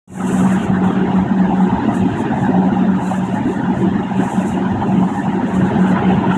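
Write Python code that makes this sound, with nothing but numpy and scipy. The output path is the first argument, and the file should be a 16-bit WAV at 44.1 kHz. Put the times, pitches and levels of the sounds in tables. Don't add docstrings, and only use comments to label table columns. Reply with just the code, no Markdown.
import sys
import numpy as np
from scipy import signal
from scipy.fft import rfft, irfft
from scipy.io import wavfile
from scipy.ndimage import uniform_filter1d, minimum_filter1d, map_coordinates

SR = 44100
rng = np.random.default_rng(int(sys.argv[2]) if len(sys.argv) > 2 else 0)


def int16_out(signal):
    q = np.round(np.clip(np.atleast_2d(signal).T, -1, 1) * 32767)
    wavfile.write(sys.argv[1], SR, q.astype(np.int16))


N = 280917
TIME_S = np.arange(N) / SR


def undb(db):
    return 10 ** (np.asarray(db) / 20)


def unit(x):
    return x / np.sqrt(np.mean(x ** 2))


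def envelopes(table):
    times, *levels = np.transpose(table)
    return [undb(np.interp(TIME_S, times, db)) for db in levels]


def drift(rate_hz):
    hold = max(int(SR / rate_hz), 1)
    steps = rng.standard_normal(4096)[np.arange(N) // hold % 4096]
    return unit(uniform_filter1d(uniform_filter1d(steps, hold), hold))


# time in seconds, blade rate in Hz.
BLADE_RATE = [(0, 187), (1, 186.6), (3.3, 186.75), (3.8, 187.05), (6.37, 187.05)]
# time in seconds, level in dB.
HUM_LEVEL = [(0.2, -20), (0.38, -14.5), (1.6, -14.5), (1.85, -31), (2.05, -15), (2.25, -24), (2.55, -11.5),
             (2.8, -17), (3.5, -20), (3.95, -16), (4.45, -18.5), (4.75, -24), (4.9, -12.5), (5.15, -13.5),
             (5.42, -25), (5.55, -13.5), (5.9, -12.5), (6.2, -15.5), (6.37, -16)]
# centre in seconds, half length in seconds, depth in dB.
HUM_DIPS = [(0.641, 0.027, 24), (0.933, 0.026, 15), (1.074, 0.012, 7), (1.264, 0.032, 11.5),
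            (1.482, .012, 10), (2.148, 0.038, 38), (2.287, 0.09, 17), (2.86, 0.02, 8), (3.012, 0.025, 12),
            (3.433, 0.023, 35), (3.606, 0.043, 17), (3.898, 0.0089, 13), (4.107, 0.014, 26),
            (4.306, 0.057, 17), (4.792, 0.039, 29.5), (5.117, 0.054, 20), (5.217, 0.021, 15),
            (5.726, 0.036, 23), (6.003, 0.041, 8.5)]
def strong_fan(sway_rad, shake_rad, throb_db, waver_db):
    blade_hz = np.interp(TIME_S, *np.transpose(BLADE_RATE))
    phase = 2 * np.pi * np.cumsum(blade_hz) / SR + sway_rad * drift(4.5) + shake_rad * drift(26)
    flutter = undb(throb_db * drift(34) - waver_db * np.abs(drift(16)))
    dips_db = sum(db * np.exp(-((TIME_S - s) / half_s) ** 2) for s, half_s, db in HUM_DIPS)
    return envelopes(HUM_LEVEL)[0] * unit(np.sin(phase) * flutter) * undb(-dips_db)


def neighbour_fan(blade_hz, wander, throb_db):
    phase = 2 * np.pi * np.cumsum(blade_hz * (1 + wander * drift(14))) / SR
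    return unit(np.sin(phase) * undb(throb_db * drift(12)))


def small_fans(slow_hz, fast_hz, wander, count, harmonics):
    cycle = np.arange(1024) / 1024
    whirr = np.zeros(N)
    for blade_hz in rng.uniform(slow_hz, fast_hz, count):
        wave = sum(np.sin(2 * np.pi * (k * cycle + rng.random())) for k in range(1, harmonics + 1))
        passes = np.cumsum(blade_hz * (1 + wander * drift(9))) / SR
        whirr += wave[(passes * len(cycle)).astype(int) % len(cycle)]
    return unit(whirr)


def turbulence(flutter_db, rate_hz):
    return unit(rng.standard_normal(N) * undb(flutter_db * drift(rate_hz)))


def warble(x, depth_db, band_hz, quick_s, slow_db, slow_s=.07):
    frames = dict(fs=SR, nperseg=512, noverlap=384)
    hz, times, spectrum = signal.stft(x, **frames)
    chance = rng.standard_normal((2, 512, 1024))
    grids = [np.meshgrid(hz / band_hz, times / s, indexing="ij") for s in (quick_s, slow_s)]
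    quick, slow = [unit(map_coordinates(field, grid, order=3, mode="wrap"))
                   for field, grid in zip(chance, grids)]
    swell_db = depth_db * np.minimum(quick, 1.8) + slow_db * slow
    swell_db /= np.hypot(1, (hz[:, None] / 6100) ** 2)
    return unit(signal.istft(spectrum * undb(swell_db), **frames)[1][:N])


# centre in Hz, width in Hz, lift in dB.
ROOM_MODES = [(206.4, 11.2, 3), (253, 9.9, -1), (249, 21, 3.5), (289.5, 3.5, 7.5), (320.3, 15, -6),
              (335.4, 16, 6.5), (541.7, 13.3, 8), (573, 9.7, -10), (585, 30, 4.5), (774, 44, 6)]
def in_room(x, spectrum):
    hz = np.maximum(np.arange(N // 2 + 1) * SR / N, 1)
    knot_hz, knot_db = np.transpose(spectrum)
    shape_db = np.interp(np.log(hz), np.log(knot_hz), knot_db, left=-120, right=-120)
    for centre, width, lift in ROOM_MODES:
        shape_db += lift / (1 + (2 * (hz - centre) / width) ** 2)
    return unit(irfft(rfft(x) * undb(shape_db), N))


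# time in seconds, relative levels of rumble, rush and edge in dB.
ROAR_LEVELS = [(0.1, -27.5, -37, -68), (0.24, -18, -26.5, -31), (0.5, -18, -27, -32),
               (0.68, -19, -31.5, -37.5), (1.1, -19.5, -28, -33), (1.3, -19.5, -28.5, -36),
               (1.55, -20, -26.5, -34), (2.3, -20, -28, -33), (2.65, -19.5, -23.5, -34.5),
               (2.92, -21, -29.5, -36), (3.1, -24, -27.5, -34.5), (3.85, -20, -28.5, -35),
               (4.08, -26, -29.5, -35.5), (4.35, -21, -27, -33), (4.95, -19.5, -27.5, -35.5),
               (5.2, -22.5, -28, -35.5), (5.6, -19, -26, -34), (6.37, -19.5, -23.5, -34)]
# frequency in Hz, relative level in dB.
RUMBLE_SPECTRUM = [(120, -24), (175, -10.5), (210, 2), (280, 0.5), (315, -5), (360, -3), (415, -7.5),
                   (445, -19), (600, -28), (900, -56)]
RUSH_SPECTRUM = [(300, -42), (440, -10.5), (520, -8.5), (630, -4), (700, 3.5), (770, -5), (825, 5.5),
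                 (900, 2.5), (1010, -0.5), (1100, -20), (1500, -60)]
EDGE_SPECTRUM = [(800, -37), (1100, 1), (1450, 3), (1850, 2), (2100, -8), (2300, -11.5), (2750, -5.5),
                 (3300, -13), (3950, -14.5), (4400, -25), (5000, -26.5), (7000, -24), (15000, -66)]
def roar(whirr_db, rumble_db, rush_db, edge_db):
    rumble, rush, edge = envelopes(ROAR_LEVELS)
    whirr = undb(whirr_db) * small_fans(slow_hz=211.2, fast_hz=417, wander=.006, count=20, harmonics=9)
    wakes = warble(turbulence(.84, 45), depth_db=5, band_hz=94.9, quick_s=.02, slow_db=-.44)
    blades = warble(turbulence(.37, 50) + whirr, depth_db=5, band_hz=97.5, quick_s=.021, slow_db=.57)
    fins = warble(turbulence(.75, 50) + whirr, depth_db=4.5, band_hz=161.1, quick_s=.02, slow_db=2.5)
    return (rumble * undb(rumble_db) * in_room(wakes, RUMBLE_SPECTRUM)
            + rush * undb(rush_db) * in_room(blades, RUSH_SPECTRUM)
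            + edge * undb(edge_db) * in_room(fins, EDGE_SPECTRUM))


# time in seconds, relative level in dB.
LOW_RIG_LEVEL = [(.3, -31.5), (.9, -33), (1.4, -39.5), (5.2, -41.5), (5.7, -32), (5.97, -28.5),
                 (6.1, -28.5), (6.37, -25.5)]
# frequency in Hz, relative level in dB.
LOW_RIG_SPECTRUM = [(290, -27), (370, 0), (430, 0), (520, -7.5), (900, -8), (1250, -9), (1600, -9),
                    (2200, -21.5), (2900, -17.5), (3600, -26.5), (4400, -41)]
def low_rig(gain_db):
    air = warble(turbulence(2.63, 45), depth_db=6, band_hz=126.9, quick_s=.022, slow_db=3.5)
    return envelopes(LOW_RIG_LEVEL)[0] * undb(gain_db) * in_room(air, LOW_RIG_SPECTRUM)


def eddy(hz, span):
    band = signal.butter(3, [hz / (1 + span), hz * (1 + span)], "bandpass", fs=SR, output="sos")
    analytic = signal.hilbert(unit(signal.sosfilt(band, rng.standard_normal(SR))))
    return unit(analytic.real / np.hypot(np.abs(analytic), .5))


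def band_swells(table, span):
    out = np.zeros(N + SR)
    from_peak_s = np.arange(SR) / SR - .5
    for peak_s, hz, db, half_s in table:
        start = min(int(peak_s * SR), N)
        out[start:start + SR] += undb(db) * np.exp(-(from_peak_s / half_s) ** 2) * eddy(hz, span)
    return out[SR // 2:][:N]


# frequency in Hz, relative level in dB.
DRAUGHT_SPECTRUM = [(20, -21), (45, -27.5), (62, -16.5), (75, -11.5), (105, -4.5), (135, -2.5), (170, -9),
                    (210, -10), (300, -36.5)]
# peak time in seconds, centre in Hz, level in dB, half length in seconds.
GUSTS = [(0.14, 120, -24, .07), (0.46, 120, -23, .06), (0.78, 125, -26, 0.054), (1.2, 85, -27.5, .025),
         (1.48, 75, -36, .06), (1.77, 85, -26, 0.027), (1.92, 124, -26, .03), (2.03, 131, -18, 0.027),
         (2.14, 130, -21, 0.028), (2.425, 135, -16, 0.019), (2.74, 125, -30, .03), (3.387, 130, -30, .03),
         (3.64, 125, -24, .027), (3.822, 113, -20.5, 0.027), (4.01, 85, -29, .03),
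         (4.19, 124, -23.5, 0.044), (4.74, 105, -26.5, .03), (4.93, 129, -27, .015), (5.77, 130, -20, .03),
         (6.01, 130, -18.5, .025), (6.16, 135, -17, .03), (6.278, 125, -20, .022)]
def draught(rumble, level_db):
    flow = undb(level_db) * unit(rumble) ** .9
    return flow * in_room(turbulence(2.5, 25), DRAUGHT_SPECTRUM) + band_swells(GUSTS, span=.28)


# peak time, rise and fall in seconds, relative level in dB.
HISS_SWELLS = [(0.17, .12, 0.13, -41.5), (0.36, 0.48, 0.21, -38.5), (0.51, 0.065, 0.078, -44),
               (0.64, 0.055, .022, -45), (0.76, .04, 0.044, -59), (0.843, .006, 0.055, -48),
               (0.93, 0.047, .06, -53.5), (1.17, .04, 0.061, -55), (1.38, .02, 0.035, -60),
               (1.63, 0.081, 0.082, -52), (1.885, .01, .03, -55), (1.955, 0.031, 0.055, -44.5),
               (2.13, 0.069, 0.059, -53), (2.208, .036, .025, -44.5), (2.41, 0.054, 0.074, -49),
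               (2.62, 0.029, 0.06, -59), (2.77, .05, 0.045, -56), (3.09, 0.083, 0.11, -43.5),
               (3.175, 0.042, 0.021, -46), (3.26, .04, 0.058, -50.5), (3.355, 0.05, 0.056, -49.5),
               (3.51, 0.053, 0.091, -48.5), (3.81, 0.072, 0.042, -50), (4.05, .05, 0.1, -57.5),
               (4.24, 0.065, 0.044, -46), (4.32, 0.081, 0.16, -42.5), (4.48, .022, 0.064, -42),
               (4.68, .05, 0.052, -64), (4.93, 0.12, .11, -54.5), (5.16, 0.15, 0.099, -47),
               (5.34, 0.076, .07, -56), (5.49, .05, .05, -51), (5.555, 0.034, 0.056, -44.5),
               (5.68, 0.087, .07, -52), (5.82, .05, .09, -50.5), (5.897, .028, 0.038, -46.5),
               (6.1, 0.045, .1, -54.5), (6.365, 0.055, .03, -46)]
# frequency in Hz, relative level in dB.
HISS_SPECTRUM = [(3500, -41.5), (5000, -24.5), (5800, -3), (6500, 3.5), (7300, 5.5), (8500, -5),
                 (10000, -14), (12500, -22.5), (15500, -34.5)]
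SPRAY_SPECTRUM = [(4500, -27.5), (5600, -27.5), (6500, -10), (7600, 2.5), (9500, -3), (12000, -13),
                  (15500, -29)]
def hiss(gain_db, spray_db, floor_db, spray_floor_db):
    power = undb(-64.5) ** 2
    for peak_s, rise_s, fall_s, db in HISS_SWELLS:
        age = TIME_S - peak_s
        swell = np.exp(-np.abs(age / np.where(age < 0, rise_s, fall_s)) ** 1.38)
        power += (undb(db) * swell) ** 2
    flow = np.sqrt(power) * undb(1.2 * drift(70))
    grainy = (flow * undb(gain_db) + undb(floor_db)) * in_room(turbulence(1.1, 830), HISS_SPECTRUM)
    spray = undb(spray_db) * flow * (flow / undb(-35)) ** .32
    bright = np.hypot(spray, undb(spray_floor_db)) * in_room(rng.standard_normal(N), SPRAY_SPECTRUM)
    return grainy + bright


# peak time in seconds, centre in Hz, level in dB, half length in seconds.
WHIRR_SURGES = [(0.463, 826, -23, 0.017), (0.544, 1540, -30.5, 0.044), (0.61, 2850, -38, .035),
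                (0.77, 260, -20, 0.026), (0.763, 1480, -30.5, 0.039), (0.848, 860, -25, 0.046),
                (1.038, 349, -20, 0.034), (1.112, 840, -24, 0.026), (1.53, 820, -20, 0.019),
                (1.736, 800, -21.5, 0.014), (2.131, 2745, -43, .05), (2.3, 1620, -34, 0.057),
                (2.324, 840, -24.5, .018), (2.823, 258, -15, 0.016), (3.014, 833, -24, 0.041),
                (3.495, 341, -18.5, 0.029), (3.84, 350, -18, 0.035), (4.188, 2700, -40.5, 0.064),
                (4.832, 805, -18.5, 0.011), (5.9, 860, -25.5, 0.037), (5.97, 1380, -26, 0.028),
                (6.075, 2760, -41, 0.045), (5.62, 329, -23, 0.044), (6.114, 360, -22, 0.075),
                (6.3, 2820, -44, .07)]
def whirr_surges():
    return band_swells(WHIRR_SURGES, span=.13)


# start in seconds, relative level in dB, centre in Hz.
BUFFETS = [(0.698, 5.5, 192), (0.812, -1, 334), (1.004, 2, 189), (1.184, -3, 794), (1.495, 3.5, 200),
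           (1.724, 2, 180), (1.876, 7.5, 251), (2.052, 6.5, 272), (2.252, 4.5, 265), (2.443, 3.5, 216),
           (2.478, 6.5, 215), (2.585, 4.5, 195), (3.109, 1, 790), (3.453, 6, 240), (3.953, 2.5, 259),
           (4.191, 8, 235), (4.225, -6, 816), (4.376, 7, 192), (4.883, 2, 188), (4.976, 7, 203),
           (5.021, 3, 186), (5.025, -0.5, 860), (5.277, 7.5, 198), (5.429, 4.5, 250), (5.548, 4.5, 200),
           (5.618, 6, 195)]
def buffets(gain_db, rise_s, decay_s, span):
    out = np.zeros(N)
    age = np.arange(SR // 4) / SR
    envelope = (1 - np.exp(-age / rise_s)) * np.exp(-age / decay_s)
    for start_s, db, hz in BUFFETS:
        start = int(start_s * SR)
        out[start:start + len(age)] += undb(gain_db + db) * envelope * eddy(hz, span)[-len(age):]
    return out


def scene():
    rumble = envelopes(ROAR_LEVELS)[0]
    hum = strong_fan(sway_rad=.32, shake_rad=.35, throb_db=3, waver_db=1.5)
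    hum += rumble * undb(-7.5) * neighbour_fan(blade_hz=210.8, wander=.03495, throb_db=3)
    air = roar(whirr_db=-13, rumble_db=-.4, rush_db=1, edge_db=.5) + low_rig(gain_db=2)
    air += draught(rumble, level_db=-26.5)
    air += buffets(gain_db=-13.5, rise_s=.0024, decay_s=.016, span=.2) + whirr_surges()
    air += hiss(gain_db=-3, spray_db=-.5, floor_db=-71, spray_floor_db=-70)
    return (hum + air)[None]


def limiter(x, ceiling_db, hold_s):
    hold = max(int(hold_s * SR), 2)
    gain = minimum_filter1d(1 / np.maximum(np.abs(x) / undb(ceiling_db), 1), hold)
    return x * uniform_filter1d(uniform_filter1d(gain, hold // 2), hold // 2)


def record(dry):
    open_s, fade_s = .075, .34
    age = TIME_S - open_s
    fade_in = np.clip(age / .0029, 0, 1) * np.clip(.08 + age / fade_s, 0, 1)
    thinned = signal.sosfilt(signal.butter(1, 30, "highpass", fs=SR, output="sos"), dry * fade_in)
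    held = limiter(thinned, ceiling_db=-3.9, hold_s=.008)
    return signal.sosfilt(signal.ellip(8, .2, 70, 15700, fs=SR, output="sos"), held)


dry = scene()
out = record(dry)
int16_out(out)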